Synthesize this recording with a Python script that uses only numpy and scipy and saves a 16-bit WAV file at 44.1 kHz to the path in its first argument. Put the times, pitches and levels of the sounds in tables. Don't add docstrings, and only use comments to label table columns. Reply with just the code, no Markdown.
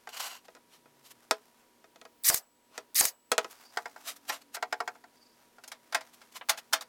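import sys
import numpy as np
from scipy import signal
from scipy.fft import rfft, irfft
from scipy.io import wavfile
from scipy.ndimage import uniform_filter1d, minimum_filter1d, map_coordinates

SR = 44100
rng = np.random.default_rng(int(sys.argv[2]) if len(sys.argv) > 2 else 0)


def transcribe(signal):
    frames = np.atleast_2d(signal).T
    limited = np.clip(frames, -1, 1)
    pcm = np.round(limited * 32767).astype(np.int16)
    wavfile.write(sys.argv[1], SR, pcm)


N = 303408
CLOCK = np.arange(N) / SR
AGE = np.arange(SR // 2) / SR


def amp(db):
    return 10 ** (np.asarray(db) / 20)


def unit(x):
    return x / np.sqrt(np.mean(x ** 2) + 1e-20)


def unit_hit(x):
    return x / np.sqrt(np.mean(x[:SR // 50] ** 2) + 1e-20)


def along(points, hz):
    point_hz, value = np.transpose(points)
    return np.interp(np.log(hz + 1), np.log(point_hz), value)


def add(track, s, sound):
    part = track[max(round(s * SR), 0):][:len(sound)]
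    part += sound[:len(part)]


def wobble(rate, t):
    knots = rng.standard_normal(int(t[-1] * rate) + 4)
    return map_coordinates(knots, [t * rate])


def swell(t, centre, width):
    return np.exp(-((t - centre) / width) ** 2)


def coloured(x, spectrum, tilt_db=0):
    hz = np.fft.rfftfreq(len(x), 1 / SR)
    gain_db = along(spectrum, hz) + tilt_db * np.log2(1 + hz / 1000)
    return unit(irfft(rfft(x) * amp(gain_db), len(x)))


def noise(spectrum, tilt_db=0, ripple_db=0, rough_db=0):
    grain_db = rough_db * (wobble(1500, AGE) + 0.47 * wobble(140, AGE))
    white = rfft(rng.standard_normal(len(AGE)) * amp(grain_db))
    favour = amp(ripple_db * wobble(90, np.linspace(0, 1, len(white))))
    return coloured(irfft(white * favour, len(AGE)), spectrum, tilt_db)


def dying(x, t60s):
    hz, t, z = signal.stft(x, SR, nperseg=128)
    fade = amp(-60 * t / along(t60s, hz)[:, None])
    return signal.istft(z * fade, SR, nperseg=128)[1][:len(x)]


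def ring(modes, scatter_db, grip_db=0):
    hz, db, t60 = np.transpose(modes)[:, :, None]
    level = db + scatter_db * rng.standard_normal(hz.shape)
    pitch = hz * (1 + .008 * rng.standard_normal(hz.shape))
    phase = 2 * np.pi * (pitch * AGE + rng.random(hz.shape))
    return unit_hit(np.sum(amp(level - (60 / t60 + grip_db) * AGE) * np.sin(phase), axis=0))


FIRM_DB = -32


def knocks(events, modes, spectrum, ring_db, clack_db, ring_loss, ring_gain, low_t60, high_t60,
           grip_db, chatter, crack, rise, attack, lowest_hz):
    track = np.zeros(N)
    snap = np.exp(-AGE / .0018) * (1 - np.exp(-AGE / .0004))
    hold = 1 + 0.92 / (1 + (AGE / chatter) ** 6)
    contact = hold * (1 - np.exp(-AGE / rise)) + crack * snap
    for s, db, tilt_db in events:
        clack = dying(noise(spectrum, tilt_db, ripple_db=2.5), [(700, low_t60), (9000, high_t60)])
        rattle = amp(0.7 * wobble(550, AGE))
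        clack = unit_hit(clack * contact * rattle)
        body = ring(modes, 1.5, grip_db) * (1 - np.exp(-AGE / attack))
        body_db = ring_db - ring_loss * tilt_db + ring_gain * (db - FIRM_DB)
        add(track, s, amp(db) * (amp(clack_db) * clack + amp(body_db) * body))
    return signal.sosfilt(signal.butter(2, lowest_hz, "highpass", fs=SR, output="sos"), track)


# (frequency [Hz], mean level [dB rms])
HUM_TONES = [(120, -89), (240, -77.5), (959, -74.5)]
# (time when loudest [s], half length [s], frequency at that time [Hz],
# glide [octaves/s], mean level when loudest [dB rms])
FAR_DRONES = [(.9, 0.33, 145.2, -.85, -77.5), (4.4, 0.55, 283, 0, -70.5)]
# (frequency [Hz], relative level [dB per Hz])
VENTILATION = [(25, -20.5), (60, -19.5), (90, -18.5), (130, -18), (165, -14.5), (230, -8), (300, -6.5),
               (480, -7.5), (700, -12.5), (1300, -16), (2200, -18), (6000, -22), (14000, -24.5),
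               (16000, -31.5)]


def workshop():
    bed = np.zeros(N)
    for hz, db in HUM_TONES:
        bed += amp(db + 0.84 * wobble(0.82, CLOCK)) * unit(np.sin(2 * np.pi * hz * CLOCK))
    for s, width, hz, glide, db in FAR_DRONES:
        pitch = hz * 2 ** (glide * (CLOCK - s))
        tone = unit(np.sin(2 * np.pi * np.cumsum(pitch) / SR))
        bed += amp(db + 1.5 * wobble(3.3, CLOCK)) * swell(CLOCK, s, width) * tone
    air = coloured(rng.standard_normal(N), VENTILATION)
    return bed + amp(-67.0 + 0.16 * wobble(4.4, CLOCK)) * air


# (time [s], level before the rustle gain [dB])
TREBLE_LEVEL = [(0.5, -69), (0.66, -71), (1.39, -66.5), (1.62, -69), (2.17, -78), (2.6, -74.5), (3.36, -69),
                (3.47, -61.5), (4.23, -66), (4.57, -70.5), (4.68, -67.5), (5.63, -69.5), (6.2, -66),
                (6.42, -69), (6.56, -69.5), (6.88, -68.5)]
# (frequency [Hz], relative level [dB per Hz])
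CLOTH_COLOUR = [(200, -29), (700, 4.5), (1500, 2.5), (3000, -4.5), (4300, -4.5), (4750, -4), (5400, -2.5),
                (8000, -7), (16000, -10)]
HISS_DB, RUSTLE_DB = -70, 4


def handling():
    ticks = rng.standard_normal(N) * amp(3.5 * wobble(300, CLOCK) + 2.8 * wobble(25, CLOCK))
    power = amp(np.interp(CLOCK, *np.transpose(TREBLE_LEVEL))) ** 2 - amp(HISS_DB) ** 2
    return amp(RUSTLE_DB) * np.sqrt(np.maximum(power, 0)) * coloured(ticks, CLOTH_COLOUR)


# (time [s], level [dB])
BOUNCES = [(.072, -48), (3.771, -34), (3.856, -43), (3.961, -53.5), (4.566, -44.5), (4.625, -34.5),
           (4.725, -34.5), (4.803, -36), (4.876, -38.5), (4.953, -61), (5.039, -57.5), (5.583, -60.5)]
# (frequency [Hz], relative level [dB], t60 before the grip [s])
SLAT_RING = [(267, -8.5, 0.1), (404, -2, 0.15), (471, 1.5, 0.17), (653, 9, .1), (721, 11, .13),
             (852, 5.5, 0.16), (1055, 0.5, 0.069), (1213, 2, .06), (1385, 16.5, 0.051), (1558, 14.5, 0.057),
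             (1876, 8.5, 0.055), (2186, 4, 0.077)]
# (frequency [Hz], relative level [dB per Hz])
SLAT_UPPER = [(100, -54), (400, -8.5), (800, 8), (1500, 5.5), (2100, 2.5), (2900, -6), (3800, -6.5),
              (5000, 0), (6300, -8), (7300, -3), (9000, -14.5), (16000, -22)]
BOUNCE_BRIGHTENS = 0.126


def loose_slat():
    bounces = [(s, db, BOUNCE_BRIGHTENS * (db - FIRM_DB)) for s, db in BOUNCES]
    return knocks(bounces, SLAT_RING, SLAT_UPPER, ring_db=4, clack_db=1.5, ring_loss=0.36, ring_gain=0,
                  low_t60=0.11, high_t60=0.048, grip_db=70, chatter=0.005, crack=0.061,
                  rise=0.0015, attack=0.0024, lowest_hz=234)


# (time [s], level before the scrape gain [dB])
SCRAPE_STROKE = [(0.09, -43.5), (0.114, -55), (0.202, -35.5), (0.216, -39), (0.254, -37), (0.376, -50),
                 (0.41, -72)]
# (frequency [Hz], relative level [dB per Hz])
RUBBED_WOOD = [(120, -63), (200, -22), (340, -42), (440, -9.5), (569, -9.5), (696, 2), (916, -4),
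               (1020, 0.5), (1400, -1.5), (1740, -4.5), (2860, -3), (6880, -7.5), (9400, -11.5),
               (13300, -11), (16000, -22.5)]
SCRAPE_DB, SCRAPE_BRIGHTENS = -1.5, 0.67
CATCH_DB, CATCH_HZ = 2.5, 70


def scrape():
    when, db = np.transpose(SCRAPE_STROKE)
    stroke_db = np.interp(when[0] + AGE, when, db, right=-120)
    dull = noise(RUBBED_WOOD, tilt_db=-1, ripple_db=3.5, rough_db=2.0)
    bright = noise(RUBBED_WOOD, tilt_db=2, ripple_db=0.5, rough_db=2.0)
    bright *= amp(SCRAPE_BRIGHTENS * (stroke_db - db.max()))
    rasp = unit((dull + bright) * amp(CATCH_DB * wobble(CATCH_HZ, AGE)))
    track = np.zeros(N)
    add(track, when[0], amp(SCRAPE_DB + stroke_db) * rasp)
    return track


# (time [s], level [dB], brightness [dB per octave])
HELD_TAPS = [(.143, -46.5, 3.5), (4.296, -30, -2), (4.546, -36, 4), (5.637, -46.5, 2.5), (5.677, -43.5, 8),
             (5.717, -39.5, 1.5), (6.215, -52, 0)]
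# (time [s], level [dB], brightness [dB per octave],
# lead of the edge that lands first [s], time until the rebound [s])
FLAT_CLAPS = [(5.946, -23.5, .5, 0.022, .062), (6.494, -19, 3.5, .007, .081),
              (6.732, -17.5, 3.5, .006, .077)]
# (frequency [Hz], relative level [dB], t60 before the grip [s])
FRAME_RING = [(282.4, -26.5, 0.22), (508, -24, 0.37), (650, -4, 0.14), (706, 1, 0.056), (835.6, 3.5, 0.069),
              (1043, -5, 0.093), (1358, -3.5, 0.097), (1417, -5.5, 0.079), (1614, 4, 0.053),
              (1784, 4, 0.045), (1907, -6.5, 0.09), (2120, -7, 0.11), (2517, -6.5, 0.091)]
# (frequency [Hz], relative level [dB per Hz])
FRAME_UPPER = [(60, -33), (350, -13), (650, 3), (1500, 5), (3000, -0.5), (5000, 1.5), (8000, -5),
               (10500, -8.5), (16000, -18)]
EDGE_DB, EDGE_DULLER_DB = -14, 1.5
REBOUND_DB, REBOUND_DULLER_DB = -21.5, 1


def frame():
    blows = list(HELD_TAPS)
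    for s, db, tilt_db, lead, flight in FLAT_CLAPS:
        blows.append((s - lead, db + EDGE_DB, tilt_db - EDGE_DULLER_DB))
        blows.append((s, db, tilt_db))
        blows.append((s + flight, db + REBOUND_DB, tilt_db - REBOUND_DULLER_DB))
    return knocks(blows, FRAME_RING, FRAME_UPPER, ring_db=-2.5, clack_db=-3.5, ring_loss=1.38, ring_gain=.1,
                  low_t60=0.17, high_t60=0.079, grip_db=40.0, chatter=0.012, crack=0.53,
                  rise=.001, attack=0.0052, lowest_hz=90)


# (time of the fastest moment [s], rise [s], level [dB],
# brightness [dB per octave]); a time under 0.25 s is heard at 0.25 s
SHORT_SLIDES = [(.082, 0.009, -51, 2.5), (.455, .007, -56, -1.5), (.744, 0.028, -59, 1),
                (1.066, .02, -55, 3), (1.113, .009, -49, 3), (2.77, 0.03, -54, -3),
                (3.515, 0.011, -52.5, 5), (4.09, .02, -36, 2), (4.168, 0.0068, -51, 5),
                (4.295, 0.0076, -34.5, 2.5), (4.335, 0.023, -39.5, -.5), (4.42, 0.0076, -55, 0),
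                (4.553, .0085, -39, 3.5), (6.143, 0.0079, -53.5, 3), (6.327, .005, -55, 3.5),
                (6.366, 0.012, -42, 0.5), (6.589, 0.0097, -44, 0.5), (6.824, .007, -44, 0)]
SLIDE_FALL = 0.96


def slides():
    track = np.zeros(N)
    t = AGE - AGE.mean()
    for s, rise, db, tilt_db in SHORT_SLIDES:
        width = np.where(t < 0, rise, SLIDE_FALL * rise)
        speed = np.exp(1 - np.sqrt(1 + 2 * (t / width) ** 2))
        rasp = noise(RUBBED_WOOD, tilt_db, ripple_db=1.5, rough_db=1.5)
        add(track, s - AGE.mean(), amp(db) * speed * rasp)
    return track


# (time [s], level [dB], brightness [dB per octave])
WORKBENCH_KNOCKS = [(.483, -55.5, -6.5), (.55, -57, -1), (.566, -61, -7), (.857, -63, -7), (1.31, -21, 0.5),
                    (1.842, -59.5, -4.5), (1.959, -58, -1), (2.014, -54, -1.5), (2.052, -52.5, -3),
                    (2.778, -39.5, -1), (3.317, -22.5, .5), (3.38, -23.5, -1.5), (3.445, -42, -6)]
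# (frequency [Hz], relative level [dB], t60 before the grip [s])
BENCH_RING = [(256, -14.5, .09), (352, -13, 0.044), (428, -7.5, 0.16), (484, -1.5, 0.099), (654, 0.5, 0.1),
              (661, -4.5, 0.1), (725, 0.5, 0.049), (820, -11.5, 0.16), (955, -0.5, 0.039), (1007, -7, 0.1),
              (1284, -0.5, 0.073), (1392, -2, 0.051), (1465, -4, 0.046), (1650, -4.5, 0.065),
              (1905, -3, .05), (2124, -11, 0.06), (2500, -6, 0.06)]
# (frequency [Hz], relative level [dB per Hz])
BENCH_UPPER = [(60, -22.5), (200, -14), (340, 1), (480, 1), (1400, -0.5), (2200, -1), (3200, -2.5),
               (5000, 0), (7000, -4), (10000, -10.5), (16000, -21)]


def bench():
    return knocks(WORKBENCH_KNOCKS, BENCH_RING, BENCH_UPPER, ring_db=1.5, clack_db=-1, ring_loss=.45,
                  ring_gain=0, low_t60=0.13, high_t60=0.071, grip_db=107.5, chatter=0.0088, crack=7.2,
                  rise=0.004, attack=0.0032, lowest_hz=189.3)


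# (frequency [Hz], relative level [dB per Hz])
STEEL_COLOUR = [(30, -5), (200, -11), (600, -3.5), (1700, 7), (3000, -1.5), (5000, 3.5), (8000, 5.5),
                (16000, -1.5)]


def strike(db, t60, tilt_db, recoil_db):
    crack = noise(STEEL_COLOUR, tilt_db) * amp(-60 * AGE / t60) * (1 - np.exp(-AGE / 0.0003))
    u = AGE / 0.0015
    return amp(db) * crack + amp(recoil_db) * (1 - u) * np.exp(-u)


# (time [s], gain [dB])
TRIGGER_PULLS = [(2.2367, -0.5), (2.9459, -0.5)]
# (time after the trigger [s], level before the pull's gain [dB], t60 [s],
# tilt [dB per octave], recoil before the pull's gain [dB])
CYCLE_STRIKES = [(0, -23, .012, 12, -57.5), (.063, -6.5, 0.02, 1, -26), (.107, -4, 0.02, 2.5, -27)]
# (time after the trigger [s], mean gear mesh frequency [Hz])
MOTOR_SPEED = [(.008, 3600), (.022, 9980), (.036, 12440), (.046, 11630), (.060, 6324), (.080, 4456),
               (.102, 5200), (.128, 7100), (.19, 3500)]
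# (frequency [Hz], relative level [dB per Hz])
GEAR_COLOUR = [(150, -52), (500, -27), (780, -17.5), (940, -26.5), (1200, -12), (1450, -15), (1880, -4.5),
               (2400, -8), (3300, -8), (4700, 1), (6200, -1), (9500, -2.5), (14800, 0), (16500, -15)]
# (frequency [Hz], relative level [dB per Hz])
SHAKEN_WOOD = [(100, -31), (400, -5.5), (650, 2), (1300, -5), (4000, -18.5)]
# (frequency [Hz], relative level [dB], t60 [s])
SPRING_RING = [(2900, -10.5, 0.68), (5200, -11.5, .7), (7550, -8.5, .6), (7760, -2, 1), (7860, -4, 1),
               (7960, -5.5, .9)]
SPIN_UP_S, POWER_OFF_S = .0095, 0.14
SPIN_UP_DB_PER_S, COAST_DB_PER_S = 3602, 850.5
GEAR_DB, GEAR_DB_PER_OCTAVE, WHINE_DB = -24, 2.5, -30.5
STRAIN_LEAD_S, STRAIN_S = .009, .008
STRAIN_GEAR_DB, STRAIN_WHINE_DB = 5, 14.5


def nailer():
    track = np.zeros(N)
    mesh_hz = np.interp(AGE, *np.transpose(MOTOR_SPEED))
    power_db = -SPIN_UP_DB_PER_S * np.maximum(SPIN_UP_S - AGE, 0)
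    power_db -= COAST_DB_PER_S * np.maximum(AGE - POWER_OFF_S, 0)
    compressing, returning = [swell(AGE, blow[0] - STRAIN_LEAD_S, STRAIN_S) for blow in CYCLE_STRIKES[1:]]
    gear_db = power_db + GEAR_DB + GEAR_DB_PER_OCTAVE * np.log2(mesh_hz / mesh_hz.max())
    gear_db += STRAIN_GEAR_DB * (compressing + .4 * returning)
    whine_db = power_db + WHINE_DB + STRAIN_WHINE_DB * compressing
    for s, db in TRIGGER_PULLS:
        turn = 2 * np.pi * np.cumsum(mesh_hz * (1 + 0.022 * wobble(890, AGE))) / SR
        whine = np.sin(turn) + 0.41 * np.sin(1.25 * turn)
        gears = noise(GEAR_COLOUR, ripple_db=2.1) * amp(2.0 * wobble(700, AGE))
        add(track, s, amp(db + gear_db) * gears + amp(db + whine_db) * whine)
        for delay, *blow in CYCLE_STRIKES:
            add(track, s + delay, amp(db) * strike(*blow))
        wood = amp(-27) * unit_hit(noise(SHAKEN_WOOD) * amp(-60 * AGE / 0.23))
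        spring = amp(-58) * ring(SPRING_RING, 2) * amp(3 * wobble(90, AGE))
        add(track, s + CYCLE_STRIKES[1][0], amp(db) * (wood + spring))
    return track


# (time [s], half length [s], level [dB])
SLEEVE_SWISHES = [(3.66, .08, -64.5), (5.263, 0.089, -67)]
# (frequency [Hz], relative level [dB per Hz])
SQUEAK_COLOUR = [(1000, -45), (4200, -22), (4600, 0.5), (5000, -5), (5600, -15), (16000, -41)]


def squeaks():
    drag = sum(amp(db) * swell(CLOCK, s, width) for s, width, db in SLEEVE_SWISHES)
    flecks = rng.standard_normal(N) * amp(6 * wobble(60, CLOCK))
    return drag * coloured(flecks, SQUEAK_COLOUR)


THUD_DB, THUD_GROWS = -42.5, 4.7


def thuds():
    track = np.zeros(N)
    hardest = max(clap[1] for clap in FLAT_CLAPS)
    u = AGE / 0.002
    for s, db, *_ in FLAT_CLAPS:
        add(track, s, amp(THUD_DB + THUD_GROWS * (db - hardest)) * (1 - u) * np.exp(-u))
    return track


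# (frequency [Hz], relative level [dB], t60 [s])
TAP_RING = [(1000, 0, 0.087), (1630, 2, 0.047), (2300, 3, .04), (2750, -3, 0.037), (3040, 3, 0.032),
            (3600, -9, .035), (3930, -9, .03)]
# (frequency [Hz], relative level [dB per Hz])
TAP_UPPER = [(150, -23), (600, 3), (1100, 3), (3300, -3), (4300, -15), (6000, -30), (16000, -38)]


def tap():
    track = np.zeros(N)
    clack = unit_hit(noise(TAP_UPPER, ripple_db=2) * amp(-60 * AGE / 0.08))
    tick = amp(-45.5) * ring(TAP_RING, 1.5) + amp(-46) * clack
    add(track, 6.411, tick * (1 - np.exp(-AGE / .0012)))
    return track


# (frequency [Hz], t60 [s])
ROOM_DECAY = [(150, 0.27), (900, 0.28), (3000, 0.14), (12000, 0.15)]


def room(x):
    tail = dying(rng.standard_normal(len(AGE)), ROOM_DECAY) * (1 - np.exp(-AGE / 0.0081))
    return signal.fftconvolve(x, tail / np.linalg.norm(tail))[:N]


def scene():
    wood = handling() + loose_slat() + scrape() + frame() + slides() + bench() + squeaks() + thuds() + tap()
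    tool = nailer()
    answer = room(amp(-32.5) * wood + amp(-36.5) * tool)
    return (wood + tool + answer + workshop())[None]


def limiter(x, ceiling_db, release_db):
    over = np.maximum(20 * np.log10(np.abs(x) + 1e-9) - ceiling_db, 0)
    cut = np.maximum.accumulate(over + release_db * CLOCK, axis=-1) - release_db * CLOCK
    return x * uniform_filter1d(minimum_filter1d(amp(-cut), size=65), size=65)


TOP_HZ = 16400


def record(dry):
    held = limiter(dry, ceiling_db=-8, release_db=20.5)
    return irfft(rfft(held) * (np.fft.rfftfreq(N, 1 / SR) < TOP_HZ), N)


dry = scene()
out = record(dry)
transcribe(out)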